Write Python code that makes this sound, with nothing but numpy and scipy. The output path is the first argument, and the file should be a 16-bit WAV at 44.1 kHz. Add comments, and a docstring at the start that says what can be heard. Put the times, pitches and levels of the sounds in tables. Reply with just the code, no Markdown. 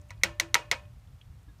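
"""Masher on a cast iron skillet

A steel masher touches the rim of a skillet full of soft food once, faintly, then knocks on it four times,
in a small kitchen. Each contact mixes damped sines for the clink and the fainter, longer pan ring with
a crack of shaped noise. Slaps of the flat masher, wet ticks, low swelling tones and faint pings are
scattered between. Below lie a low appliance rumble of swelling noise, a wavering hum and a steady hiss."""
import sys
import numpy as np
from scipy import signal
from scipy.io import wavfile

SR = 44100
rng = np.random.default_rng(int(sys.argv[2]) if len(sys.argv) > 2 else 0)


def boost_factor(decibels):
    """Convert a level in decibels to a linear amplitude factor."""
    exponent = np.asarray(decibels, float) / 20
    return 10 ** exponent


def file_out(sig):
    """Save sig as 16-bit WAV at sys.argv[1]."""
    # one column per channel
    cols = np.atleast_2d(sig).T
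    # limit, then scale
    lim = np.clip(cols, -1, 1)
    pcm = np.round(lim * 32767).astype(np.int16)
    wavfile.write(sys.argv[1], SR, pcm)


N = 70560  # samples, 1.6 s

# a faint touch, then four knocks on the rim:
# start_s, level_db, brightness_db (per octave above the knee), body_db, ring_db
RIM_CONTACTS = [(0.1055, -35.5, -5, 2, 5), (0.2350, -9, -1, 2, -1.5), (0.3988, -12, 0.5, 0.5, -5),
                (0.5436, -11, 4, 5, -5), (0.7140, -14, -0.5, 8.5, 0)]


def knocks():
    """Masher against rim: the touch and the four knocks, after an earlier one whose tail still rings."""
    out = np.zeros(N)
    earlier = (-0.21, -7.5, 0, 0, 0)
    for row in [earlier] + RIM_CONTACTS:
        add(out, row[0], knock(*row))
    return out


def knock(start_s, level_db, bright_db, body_db, ring_db):
    """One contact: steel clink, crack and long rings, with the wake of pan and room."""
    t = np.arange(SR // 2) / SR
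    x = clink(t, bright_db) + long_rings(t, start_s) + crack(t, bright_db)
    return boost_factor(level_db) * (x + wake(t, bright_db, body_db, ring_db))


# masher modes, damped by hand and food; neighbours start in opposite sense: pitch_hz, level_db, t60_s
MASHER_MODES = [(1453, -16.5, .03), (1960, -1.5, 0.021), (2195, 0.5, 0.015), (2750, -13.5, 0.016),
                (3786, -20.5, .02), (3985, -12, 0.035), (4343, -17.5, .02), (5427, -17.5, .04),
                (6060, -16, 0.023), (7030, -22, .03), (8543, -28.5, .04), (9300, -28, 0.0198),
                (11910, -29.5, 0.029)]
# first contact of steel on iron: pitch_hz, level_db, t60_s
SNAP_MODES = [(4000, -0.5, 0.00516), (6000, -3, 0.0045), (9320, -8, 0.0053), (12320, -16, 0.0015)]


def clink(t, bright_db):
    """Short steel modes of the masher, opened by the still shorter snap of first contact."""
    masher = modes(tilted(MASHER_MODES, bright_db), t)
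    snap = boost_factor(bright_db) * modes(SNAP_MODES, t, turn=0.78)
    return thin(masher + snap)


# long rings, probably the skillet handle, woken by sharp contact: pitch_hz, level_db, t60_s
HANDLE_MODES = [(593.7, -41, 1), (840, -45.5, 0.21), (1072, -40, 0.47), (1470, -46, 0.29), (1780, -40, .45),
                (3195, -45, 0.26)]


def long_rings(t, start_s):
    """Lightly damped modes that beat gently until they are stilled."""
    stilled_s, stilled_t60_s = 0.886, 0.15
    stilling = boost_factor(-60 * np.maximum(t + start_s - stilled_s, 0) / stilled_t60_s)
    return modes(HANDLE_MODES, t, beat=0.35) * stilling * fade_end(t)


# colour of the crack: pitch_hz, density_db (per Hz, relative)
CRACK_COLOUR = [(200, -21.5), (600, -24), (1500, -5), (3000, 1), (4500, 6), (6500, 5), (10000, -6),
                (16000, -17)]


def crack(t, bright_db):
    """Noise burst of the impact, louder on bright knocks."""
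    level_db = -11.5 + 0.65 * bright_db
    return boost_factor(level_db) * bands(CRACK_COLOUR, len(t)) * fall(t, 0.037)


# the flat of the masher follows onto the wall: start_s, level_db, body_db, ring_db
WALL_SLAPS = [(0.2435, -26, 5, 8), (0.5531, -7.5, -4.5, -1.5), (0.7235, -29.5, 4, 3),
              (0.7256, -21.5, -1, 0)]
# the slap, quickly stifled: pitch_hz, level_db, t60_s
FLAT_MODES = [(947.5, -16, 0.083), (1294, -12, 0.038), (1836, -6.5, 0.017), (2210, -4.5, 0.014),
              (2680, -10, 0.014), (3202, -13.5, .012)]


def slaps():
    """Flat steel on the pan wall: stifled modes and a dark wake."""
    out, t = np.zeros(N), np.arange(SR // 3) / SR
    for start_s, level_db, body_db, ring_db in WALL_SLAPS:
        slap = thin(modes(FLAT_MODES, t)) + wake(t, -12, body_db, ring_db)
        add(out, start_s, boost_factor(level_db) * slap)
    return out


def wake(t, bright_db, body_db, ring_db):
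    """What follows any contact: ring of the wall, dull body and the room's return."""
    x = wall_ring(t, ring_db) + dull_body(t, body_db) + room_return(t, bright_db, body_db)
    return cut(x, 16250) * fade_end(t)


# skillet wall: pitch_hz, level_db, t60_s
WALL_MODES = [(537.7, -29.5, 0.16), (654, -36.5, .16), (830, -40.5, .2), (958.7, -30, 0.2),
              (1320, -33, .17), (1435, -31.5, 0.094), (1658, -39, 0.12), (1965, -33, .18),
              (2270, -33.5, 0.2), (2500, -35, 0.27), (2518, -44, 0.38), (2825, -38.5, .25),
              (3014, -46, 0.24), (2958, -46.5, .25)]


def wall_ring(t, ring_db):
    """Faint longer iron modes that beat strongly."""
    return boost_factor(ring_db) * modes(WALL_MODES, t, beat=0.7)


# dull body of pan and stove: pitch_hz, density_db (per Hz, relative)
THUD_COLOUR = [(120, -10.5), (300, -13), (600, -4), (1100, -6.5), (2000, -1), (3000, -7), (5000, -14)]


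def dull_body(t, body_db):
    """Soft thud of pan and stove: noise that rises a little late and dies quickly."""
    return boost_factor(-13 + body_db) * bands(THUD_COLOUR, len(t)) * fall(t, 0.08, rise=0.012)


# colour of the room return: pitch_hz, density_db (per Hz, relative)
ROOM_COLOUR = [(150, -9.5), (400, -3.5), (900, 0.5), (2000, -3), (3500, -7), (6000, -5), (10000, -19),
               (16000, -23)]
# decay of the room: pitch_hz, t60_s
ROOM_DECAY = [(150, 0.15), (500, .33), (1500, 0.29), (3000, .28), (5000, .2), (8000, 0.21), (16000, .15)]


def room_return(t, bright_db, body_db):
    """Small-room tail: noise bands each with its own decay, partly following the blow's tone."""
    follows = 0.32  # dB per dB of brightness or body
    colour = tilted(ROOM_COLOUR, follows * bright_db)
    tail = bands(colour, len(t), lambda hz: fall(t, at_hz(ROOM_DECAY, hz), rise=0.004))
    return boost_factor(-30 + follows * body_db) * tail


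# small wet ticks of food and wire: start_s, level_db (before the envelope), pitch_hz, t60_s
WET_TICKS = [(0.014, -52.5, 6800, 0.014), (0.087, -63, 7600, 0.035), (0.095, -54, 2500, 0.032),
             (0.1062, -52, 6100, 0.027), (0.106, -45, 1080, 0.056), (.116, -48, 1940, .03),
             (0.121, -54, 2500, 0.018), (0.145, -50, 3020, 0.0072), (0.177, -50, 4000, 0.0071),
             (0.212, -56.5, 2000, 0.06), (0.657, -45.5, 5340, 0.0048), (0.8527, -57.5, 3000, 0.018),
             (1.073, -59, 3500, .02), (1.2131, -49, 2955, 0.029), (1.2135, -70, 6000, .015),
             (1.43, -63, 8000, 0.019), (1.585, -61, 5494, 0.024)]


def ticks():
    """Food and wire: short puffs of noise round one pitch."""
    out, t = np.zeros(N), np.arange(SR // 10) / SR
    half_band = 2 ** (0.45 / 2)  # the band spans 0.45 octave
    for start_s, level_db, hz, t60 in WET_TICKS:
        band = signal.butter(2, [hz / half_band, hz * half_band], "band", fs=SR, output="sos")
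        puff = rms_one(signal.sosfilt(band, rng.standard_normal(len(t))))
        add(out, start_s, boost_factor(level_db) * puff * fall(t, t60, rise=0.0011))
    return out


# low tones, most of them after a knock: start_s, level_db (before the envelope), pitch_hz, t60_s
LOW_TONES = [(.0, -52.5, 296, .12), (.236, -35.5, 185.5, 0.14), (.252, -37.5, 334.2, 0.23),
             (.27, -39.5, 136.3, 0.21), (.415, -36.5, 333.4, 0.25), (.545, -43, 139.2, 0.078),
             (.58, -56, 322, 0.49)]


def hoots():
    """Low sines that swell in softly and die away."""
    return sines(LOW_TONES, 0.015)


# faint pings: start_s, level_db (before the envelope), pitch_hz, t60_s
FAINT_PINGS = [(0.757, -32.5, 2247, 0.037), (1.478, -52.5, 296.7, 0.11), (1.482, -58.5, 1670, .12),
               (1.488, -65.5, 3670, 0.073)]


def pings():
    """Faint decaying sines with a quicker onset."""
    return sines(FAINT_PINGS, 0.0035)


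# colour of the rumble: pitch_hz, density_db (per Hz, relative)
RUMBLE_COLOUR = [(15, -63.5), (25, -37), (35, -15.5), (45, 3), (103, 2.5), (119, 0), (135, -5),
                 (186, -18.5), (220, -31.5), (300, -26), (390, -51), (660, -120)]
# swell of the rumble: start_s, level_db
RUMBLE_SWELL = [(0.0, -50), (0.142, -51.5), (0.172, -49), (0.316, -43.5), (0.36, -62.5), (0.396, -47),
                (0.418, -53.5), (0.45, -48.5), (0.658, -53), (0.672, -50.5), (0.97, -48), (1.01, -57.5),
                (1.126, -47.5), (1.23, -59), (1.3, -46.5), (1.456, -57), (1.484, -48), (1.6, -55)]


def rumble():
    """Low appliance rumble: shaped noise whose level swells and sinks."""
    swell_db = np.interp(np.arange(N) / SR, *np.transpose(RUMBLE_SWELL))
    return boost_factor(swell_db) * bands(RUMBLE_COLOUR, N)


def hum():
    """Wavering line in the rumble: noise through a very narrow band."""
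    centre_hz, width_hz, level_db = 108, 5.1, -59
    edges = [centre_hz - width_hz / 2, centre_hz + width_hz / 2]
    line = signal.butter(1, edges, "band", fs=SR, output="sos")
    settled = signal.sosfilt(line, rng.standard_normal(2 * N))[N:]
    return boost_factor(level_db) * rms_one(settled)


# colour of the hiss: pitch_hz, density_db (per Hz, relative)
HISS_COLOUR = [(150, -41.5), (250, -10.5), (282, -16), (544, -7.5), (1050, -7), (1250, -9), (1510, -10.5),
               (2440, -13.5), (4630, -17.5), (15500, -24.5)]


def hiss():
    """Steady shaped noise at the bottom of the scene."""
    return boost_factor(-69) * cut(bands(HISS_COLOUR, N), 16250)


def modes(table, t, turn=-1., beat=0.):
    """Decaying sines, each struck with a slightly different strength; split pairs beat."""
    hz, db, t60 = np.transpose(table)[:, :, None]
    sense = turn ** np.arange(len(table))[:, None]  # sign or weight from one mode to the next
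    beat_hz = rng.uniform(8, 35, db.shape)
    waver = 1 + beat * np.sin(2 * np.pi * (beat_hz * t + rng.random(db.shape)))
    struck_db = db + rng.normal(0, 2, db.shape)
    envelope = boost_factor(struck_db - 60 * t / t60)
    return np.sum(sense * waver * envelope * np.sin(2 * np.pi * hz * t), axis=0)


def sines(table, rise_s):
    """Single sines with a soft onset, placed by a table."""
    out, t = np.zeros(N), np.arange(SR // 2) / SR
    for start_s, level_db, hz, t60 in table:
        add(out, start_s, boost_factor(level_db) * np.sin(2 * np.pi * hz * t) * fall(t, t60, rise_s))
    return out


def bands(spectrum, size, shape=lambda hz: 1):
    """Third-octave bands of noise, each with its level and envelope; rms 1 before the envelope."""
    warm_up = 8000  # samples for the filters to settle
    white, out, plain = rng.standard_normal((2, size + warm_up)), 0, 0
    edges = 22 * 2 ** np.arange(0, 9.7, 1 / 3)
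    for k, (low, high) in enumerate(zip(edges, edges[1:])):
        hz = np.sqrt(low * high)
        if spectrum[0][0] / 1.2 < hz < spectrum[-1][0] * 1.2:
            sos = signal.butter(2, [low, high], "band", fs=SR, output="sos")
            # neighbouring bands draw on different noise
            band = boost_factor(at_hz(spectrum, hz)) * signal.sosfilt(sos, white[k % 2])[warm_up:]
            out = out + band * shape(hz)
            plain = plain + band
    return out / np.sqrt(np.mean(plain ** 2))


def fall(t, t60, rise=1e-4):
    """Envelope that rises from t = 0 and dies by 60 dB in t60."""
    t = np.maximum(t, 0)
    return (1 - np.exp(-t / max(rise, 1e-5))) * boost_factor(-60 * t / t60)


def fade_end(t):
    """Straight fade over the last 0.1 s."""
    return np.minimum(1, 10 * (t[-1] - t))


def tilted(table, bright_db):
    """A table with its levels tilted, in dB per octave, above a 2600 Hz knee."""
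    return [(hz, db + bright_db * max(np.log2(hz / 2600), 0), *rest) for hz, db, *rest in table]


def thin(x):
    """High-pass for the steel parts: thin steel radiates little bass."""
    return signal.sosfilt(signal.butter(2, 450, "high", fs=SR, output="sos"), x)


def cut(x, hz):
    """Steep low-pass, 50 dB down from hz upward."""
    return signal.sosfilt(signal.cheby2(10, 50, hz, fs=SR, output="sos"), x)


def rms_one(x):
    """Scale to rms 1."""
    return x / np.sqrt(np.mean(x ** 2) + 1e-20)


def at_hz(points, hz):
    """Read a table on a log-frequency axis."""
    table_hz, values = np.array(points).T
    return np.interp(np.log(hz), np.log(table_hz), values)


def add(out, start_s, x):
    """Mix x into out from start_s on; what falls outside is dropped."""
    i = int(start_s * SR)
    x = x[max(-i, 0):][:N - max(i, 0)]
    out[max(i, 0):max(i, 0) + len(x)] += x


def scene():
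    """Knocks and small sounds over rumble, hum and hiss, in mono."""
    contacts = knocks() + slaps()
    small_sounds = ticks() + hoots() + pings()
    floor = rumble() + hum() + hiss()
    return (contacts + small_sounds + floor)[None]


def top_cut(x):
    """Nothing passes above the cut-off."""
    return signal.sosfilt(signal.butter(12, 16870, fs=SR, output="sos"), x)


def record(dry):
    """Takes off the extreme top of the mix."""
    mix = cut(dry, 16950)
    return top_cut(mix)


dry = scene()
out = record(dry)
file_out(out)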